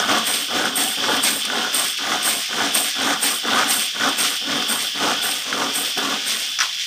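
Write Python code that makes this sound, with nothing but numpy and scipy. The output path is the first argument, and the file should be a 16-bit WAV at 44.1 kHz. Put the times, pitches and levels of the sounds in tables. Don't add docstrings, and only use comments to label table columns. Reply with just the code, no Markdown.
import sys
import numpy as np
from scipy import signal
from scipy.fft import rfft, irfft
from scipy.io import wavfile

SR = 44100
rng = np.random.default_rng(int(sys.argv[2]) if len(sys.argv) > 2 else 0)


def gain_from_db(level_db):
    decades = np.asarray(level_db, float) / 20
    return 10 ** decades


def to_wav(sig):
    pcm = np.clip(np.atleast_2d(sig), -1, 1) * 32767
    pcm = np.round(pcm).astype(np.int16)
    wavfile.write(sys.argv[1], SR, pcm.T)


N = 302526
STEP = 32


def level(x, db):
    return x * gain_from_db(db) / np.sqrt(np.mean(x ** 2))


def curve(table):
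    s, *columns = np.transpose(table)
    return [np.interp(np.arange(N) / SR, s, c) for c in columns]


def ring(x, modes):
    out = 0
    for k, (hz, width_hz, db) in enumerate(modes):
        section = np.concatenate(signal.iirpeak(hz, hz / width_hz, SR))
        out = out + (-1) ** k * gain_from_db(db) * signal.sosfilt([section, section], x)
    return out


def colour(x, spectrum):
    hz, db = np.transpose(spectrum)
    log_hz = np.log(np.fft.rfftfreq(N, 1 / SR) + 1)
    gain = gain_from_db(np.interp(log_hz, np.log(hz), db, left=-90))
    return irfft(rfft(x) * gain, N)


def grains(per_s, spread_db):
    place, strength, sign = rng.random((3, N // 4))[:, :int(per_s * N / SR)]
    strength_db = spread_db * np.minimum(-np.log(strength), 4)
    out = np.zeros(N)
    out[(place * N).astype(int)] = gain_from_db(strength_db) * (2 * sign - 1)
    return out


def walk(rate_hz):
    steps = rng.standard_normal(N // 64)
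    return np.interp(np.arange(N) * rate_hz / SR, np.arange(len(steps)), steps)


def bursts(times_s, db, t60_s):
    spikes = np.zeros(N)
    np.add.at(spikes, (np.asarray(times_s) * SR).astype(int), gain_from_db(db))
    fade = signal.lfilter([1], [1, -np.exp(-np.log(1000) / (t60_s * SR))], spikes)
    return fade * rng.standard_normal(N)


def add_knock(out, s, db, modes, t60_s, click):
    t = np.arange(SR // 10) / SR
    chatter = rng.standard_normal(len(t)) * gain_from_db(-60 * t / t60_s)
    blow = chatter + click * (t < 3 / SR)
    start = int(s * SR)
    out[start:start + len(t)] += gain_from_db(db) * ring(blow, modes)[:N - start]


def effort(start_s, attack_s, climb_s, climb_db, length_s, sag_db_s, release_db_s):
    t = np.arange(0, N, STEP) / SR - start_s
    corners_s = [-attack_s, attack_s, max(climb_s, attack_s + 1 / SR)]
    rise = np.interp(t, corners_s, [-39.5 - climb_db, -climb_db, 0])
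    sag = sag_db_s * np.clip(t - climb_s, 0, None)
    release = release_db_s * np.clip(t - length_s, 0, None)
    return rise - sag - release


# (time [s], hiss [dB])
TAP_FLOW = [(0.0, -24), (0.4, -23.5), (1.22, -23.5), (1.39, -24), (1.89, -24.5), (2.75, -24), (3.3, -25.5),
            (3.82, -23.5), (4.25, -24.5), (4.72, -21), (4.85, -24), (5.3, -23), (5.58, -26.5), (5.86, -22),
            (6.31, -25), (6.86, -23)]
# (frequency [Hz], density [dB/Hz])
SPRAY_SPECTRUM = [(1000, -47), (1200, -44), (1400, -8), (1900, -30), (2500, -2.5), (3050, 6.5), (3500, 13),
                  (3800, -3), (4500, -1.5), (5200, -7.5), (6000, -10.5), (8400, -19), (13400, -25),
                  (16000, -12)]


def tap(hiss_db):
    spray = colour(rng.standard_normal(N) + 0.069 * grains(3000, 1.7), SPRAY_SPECTRUM)
    hollow = ring(spray, [(3107, 190, -12.5), (3300, 92, -24), (5400, 1500, -2.5)])
    spray = spray + 2.36 * hollow
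    return level(spray * gain_from_db(2.0 * walk(16)), hiss_db - 3.5)


# (frequency [Hz], density [dB/Hz])
HUM_SPECTRUM = [(15, -30), (25, 35), (134, 29), (190, 36), (523, -24), (566, -28), (695, -3), (1100, -43),
                (1430, -37), (2420, -120)]


def hum():
    return level(colour(rng.standard_normal(N), HUM_SPECTRUM), -62)


# (start [s], time to full force [s], length [s], bowl rumble [dB], chopping crunch [dB])
PULLS = [(-0.06, .04, 0.059, -29, -21), (0.037, 0.064, 0.14, -27.5, -21.5),
         (0.471, 0.089, 0.2, -27.5, -24.5), (0.962, 0.15, .19, -25.5, -22),
         (1.429, 0.12, 0.22, -31.5, -25.5), (1.975, 0.15, 0.18, -31, -23.5), (2.478, 0.11, 0.19, -30, -24),
         (2.94, 0.11, .18, -28.5, -21.5), (3.422, .13, 0.2, -27.5, -20.5), (3.933, 0.11, .16, -31, -23.5),
         (4.401, .13, .2, -28.5, -27), (4.936, 0.093, 0.18, -27.5, -23), (5.44, 0.16, 0.22, -28.5, -25),
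         (5.949, 0.026, 0.18, -29.5, -25.5)]
BITE_S, CLIMB_DB, PULL_SAG_DB_S = 0.017, 11.5, 7.5
LET_GO_DB_S, BOARD_LET_GO_DB_S = 135, 145
PULL_RATTLE_DB, PULL_SCRAPE_DB = -11.5, -0.5


def pull_power():
    power = 0
    for s, full_s, length_s, rumble_db, crunch_db in PULLS:
        heavy = effort(s, BITE_S, full_s, CLIMB_DB, length_s, PULL_SAG_DB_S, BOARD_LET_GO_DB_S)
        light = effort(s, BITE_S, full_s, CLIMB_DB, length_s, PULL_SAG_DB_S, LET_GO_DB_S)
        power = power + gain_from_db(2 * np.array([
            rumble_db + heavy,
            crunch_db + light,
            crunch_db + PULL_RATTLE_DB + light,
            crunch_db + PULL_SCRAPE_DB + light]))
    return power


# (time [s], peak [dB], thump re peak [dB], wall pitch [Hz])
BLOWS = [(0.039, -2, -11, 1150), (0.094, 0, -12, 1300), (0.112, 0.5, -4, 820), (0.274, -1, -24, 1400),
         (0.506, -7.5, -10, 730), (0.64, 2, -6, 1450), (1.039, 1, -14, 1440), (1.084, -1.5, -29, 724),
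         (1.499, 1, -19, 1460), (1.555, -8, -11, 784), (1.986, -5.5, -27, 1390), (2.07, 0, -24, 1520),
         (2.118, 7, -19, 1500), (2.529, -3, -14, 1370), (2.604, 2.5, -12, 745), (2.755, -2.5, -9, 1150),
         (2.994, -13.5, -9.5, 1160), (3.238, -0.5, -15, 1450), (3.449, -7, -1, 1720), (3.483, 2, -9, 1130),
         (3.524, -10, 2, 1130), (3.585, -6, -3, 1510), (4.009, 2, -17, 1420), (4.078, 2, -15, 1550),
         (4.493, -4.5, -4, 706), (4.62, 0.5, -29, 1280), (4.696, -21, -2, 1440), (5.527, 3.5, -15, 1370),
         (5.619, -3, -19, 726), (5.978, -15, 2, 1210)]
# (frequency [Hz], width [Hz], level [dB])
BOWL_MODES = [(66, 90, -27), (119, 59, -16.5), (168, 32, -12.5), (202.4, 38, -7), (230, 44, -4.5),
              (269.8, 40, 1.5), (323, 94, -7.5), (406, 109, -7), (491, 118, -6), (567.4, 103, -10.5)]
# (frequency [Hz], width [Hz], level [dB])
WALL_MODES = [(735, 158, 0), (866, 126, -4), (1005, 150, -4.5), (1185, 210, 0.5), (1440, 275, 0.5),
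              (1700, 210, -4.5), (1993, 440, -9.5), (3260, 1170, -8.5), (5670, 2660, -16)]
BEND_S = .003


def patchy_modes(slaps, modes):
    return [ring(slaps + grains(600, 3.48), [mode]) * gain_from_db(2.0 * walk(14)) for mode in modes]


def bowl(rumble_db, crunch_db):
    slaps = grains(700, 2.68)
    low = patchy_modes(slaps, BOWL_MODES)
    high = patchy_modes(slaps, WALL_MODES)
    touch = gain_from_db(0.17 * np.minimum(crunch_db + 24.5, 0))
    third_touch = gain_from_db(0.66 * np.minimum(crunch_db + 26.5, 0))
    wall = touch * (high[0] + high[1] + third_touch * high[2]) + sum(high[3:])
    bent = np.arange(N) + BEND_S * SR * walk(7)
    wall = np.interp(bent, np.arange(N), wall)
    out = level(sum(low), rumble_db + 0.5) + level(wall, crunch_db + 1.5)
    for s, peak_db, thump_db, hz in BLOWS:
        add_knock(out, s, peak_db + 1, [(hz, 350, 0), (1450, 900, -6), (3300, 900, -14)], .035, 2.2)
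        add_knock(out, s, peak_db + thump_db + 5.0, BOWL_MODES[3:9], .045, 3.0)
    return out


# (start [s], length [s], steel rattle [dB], bowl shake [dB], housing scrape [dB])
RECOILS = [(0.238, 0.21, -23, -33.5, -21.5), (0.74, 0.2, -21, -32.5, -23),
           (1.207, 0.2, -21.5, -32.5, -17.5), (1.715, 0.2, -22, -33, -20), (2.221, .2, -21, -33, -19.5),
           (2.717, 0.18, -21, -33, -19), (3.198, .18, -21, -33, -17.5), (3.667, .19, -20.5, -34.5, -19.5),
           (4.157, .2, -23, -33, -14.5), (4.665, .22, -24, -33.5, -21.5), (5.206, 0.22, -25.5, -35.5, -23),
           (5.721, 0.19, -24, -35.5, -22.5), (6.235, 0.28, -27.5, -39.5, -20)]
CATCH_S, RATTLE_RUNDOWN_DB, SCRAPE_SAG_DB_S, STOP_DB_S = 0.033, 10.5, 49, 213
SHAKE_RISE_S, SHAKE_SAG_DB_S, CRUNCH_RUNDOWN_DB, SHAKE_CRUNCH_DB = 0.059, 58, 15.5, 6


def recoil_power():
    power = 0
    for s, length_s, rattle_db, shake_db, scrape_db in RECOILS:
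        crunch_sag_db_s = CRUNCH_RUNDOWN_DB / length_s
        rattle_sag_db_s = RATTLE_RUNDOWN_DB / length_s
        shake = effort(s, CATCH_S, SHAKE_RISE_S, 1.3, length_s - .03, SHAKE_SAG_DB_S, STOP_DB_S)
        crunch = effort(s, CATCH_S, SHAKE_RISE_S, 1.5, length_s, crunch_sag_db_s, STOP_DB_S)
        rattle = effort(s, CATCH_S, CATCH_S, 0, length_s, rattle_sag_db_s, STOP_DB_S)
        scrape = effort(s, CATCH_S, SHAKE_RISE_S, 1.3, length_s, SCRAPE_SAG_DB_S, STOP_DB_S)
        power = power + gain_from_db(2 * np.array([
            shake_db + shake,
            shake_db + SHAKE_CRUNCH_DB + crunch,
            rattle_db + rattle,
            scrape_db + scrape]))
    return power


# (time [s], peak [dB], snap re peak [dB])
TICKS = [(0.113, -12, -0.5), (0.1817, -10, -11), (0.27, -4, -15), (0.3387, -15.5, 2.5), (0.6527, -11, -7),
         (0.756, -3, -24), (1.1653, -8, -8), (1.2363, -2, -19), (1.4507, -9, -5), (1.744, -2, -28),
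         (1.7935, -2, -18), (1.836, -10, -11), (1.975, -12, -5), (2.2273, -7, -16), (2.4583, -15, -6),
         (2.6853, -14, -20), (2.7397, -15, -6), (2.7715, -2.5, -10), (3.016, -10, -21), (3.2131, -16, -11),
         (3.2347, -1, -20), (3.706, -1, -17), (3.793, -7.5, -10.5), (4.087, -8, -20), (4.186, -10, -7),
         (4.6224, -15.5, -2), (5.2264, -10, -11), (5.3108, -5.5, -8.5), (5.7394, -23, 5),
         (5.9767, -7.5, -7)]
# (frequency [Hz], width [Hz], level [dB])
STEEL_MODES = [(6500, 310, -15.5), (7200, 200, -13), (7470, 550, -15), (8320, 270, -1), (8630, 410, 1.5),
               (9770, 260, -9.5), (10500, 610, -25), (11200, 480, -21), (11910, 460, -7), (12600, 600, -18),
               (13600, 1400, -20), (14400, 350, -16), (15200, 400, -17), (15250, 320, -8)]
# (frequency [Hz], width [Hz], level [dB])
LID_MODES = [(2600, 670, 7.5), (3430, 1000, 1), (4300, 880, 1), (5360, 1340, 5), (5860, 570, 12),
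             (6940, 1900, -4), (8400, 500, -20)]
# (frequency [Hz], density [dB/Hz])
SCRAPE_SPECTRUM = [(1200, -24.5), (1600, -6), (2100, -3.5), (3400, -0.5), (4200, -5), (5600, -3),
                   (7500, -12), (10000, -21.5), (16000, -31)]


def clutch(rattle_db, scrape_db):
    uneven = gain_from_db(0.88 * walk(90))
    steel = sum(ring(grains(3000, 3.7) * uneven, [mode]) for mode in STEEL_MODES)
    crackle = colour(grains(2500, 2.4) * uneven, [(5000, -36), (7500, 6), (16000, -5)])
    steel_db = rattle_db + 0.3 * (rattle_db + 22.5)
    rattle = level(steel, steel_db) + level(crackle, rattle_db - 5.5)
    rub = colour(grains(9000, 3.75), SCRAPE_SPECTRUM)
    scrape = level(rub * gain_from_db(2.5 * walk(22)), scrape_db - 5.0)
    s, peak_db, snap_db = np.transpose(TICKS)
    ticks = ring(bursts(s, peak_db + 0.5, 0.033), STEEL_MODES[:9])
    snaps = ring(bursts(s, peak_db + snap_db - 2.5, 0.086), LID_MODES[:4])
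    return rattle + scrape + ticks + snaps


# (start [s], length [s])
LID_SLIDE = (6.582, 0.066)
# (rumble [dB], crunch [dB], rattle [dB], scrape [dB])
LID_SLIDE_DB = (-50, -35, -36, -20)


def lid_slide_power():
    start_s, length_s = LID_SLIDE
    slide = effort(start_s, .008, 0.03, 3, length_s, 30, 240)
    return gain_from_db(2 * (np.array(LID_SLIDE_DB)[:, None] + slide))


# (time [s], peak [dB], pitch [Hz], brightness [dB])
KNOCKS = [
    (6.5882, -11, 1330, -2),
    (6.603, -12, 1600, -1),
    (6.6093, -7.5, 1340, -4.5),
    (6.618, -9, 1500, -8),
    (6.6265, -8.5, 1090, -24),
    (6.642, -20, 960, -18),
    (6.665, -23, 880, -14),
    (6.69, -27, 850, -14),
    (6.73, -20, 2840, -16),
]


def lid():
    out = np.zeros(N)
    for s, peak_db, hz, bright_db in KNOCKS:
        add_knock(out, s, peak_db + 7.5, [(hz, 300, 0), (1.4 * hz, 500, -3)], .035, 3.0)
        add_knock(out, s, peak_db + bright_db + 0.5, LID_MODES, .025, 2.5)
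    return out


# (rumble [dB], crunch [dB], rattle [dB], scrape [dB])
REST_LAYERS_DB = (-63, -50.5, -44, -26)


def hand():
    rest = gain_from_db(2 * np.array(REST_LAYERS_DB))[:, None]
    power = rest + pull_power() + recoil_power() + lid_slide_power()
    return [np.interp(np.arange(N), np.arange(0, N, STEP), db) for db in 10 * np.log10(power)]


def room(near):
    t60_s, tail_db, gap_s = .14, -11, .004
    t = np.arange(SR // 2) / SR
    tail = rng.standard_normal(len(t)) * gain_from_db(-60 * t / t60_s) * (t > gap_s)
    tail = level(tail, tail_db) / np.sqrt(len(t))
    return signal.fftconvolve(near, tail)[:N]


def scene():
    rumble_db, crunch_db, rattle_db, scrape_db = hand()
    near = bowl(rumble_db, crunch_db) + clutch(rattle_db, scrape_db) + lid()
    mono = near + room(near) + tap(*curve(TAP_FLOW)) + hum()
    return np.array([mono, mono])


def band_limit(x):
    return signal.sosfilt(signal.butter(12, 16890, fs=SR, output="sos"), x)


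def record(dry):
    top_hz, drive = 15500, 1.1
    thin = signal.sosfilt(signal.butter(2, 70, "high", fs=SR, output="sos"), dry)
    soft = np.tanh(drive * thin) / drive
    edge = signal.ellip(12, .3, 80, top_hz, fs=SR, output="sos")
    return band_limit(signal.sosfilt(edge, soft))


dry = scene()
out = record(dry)
to_wav(out)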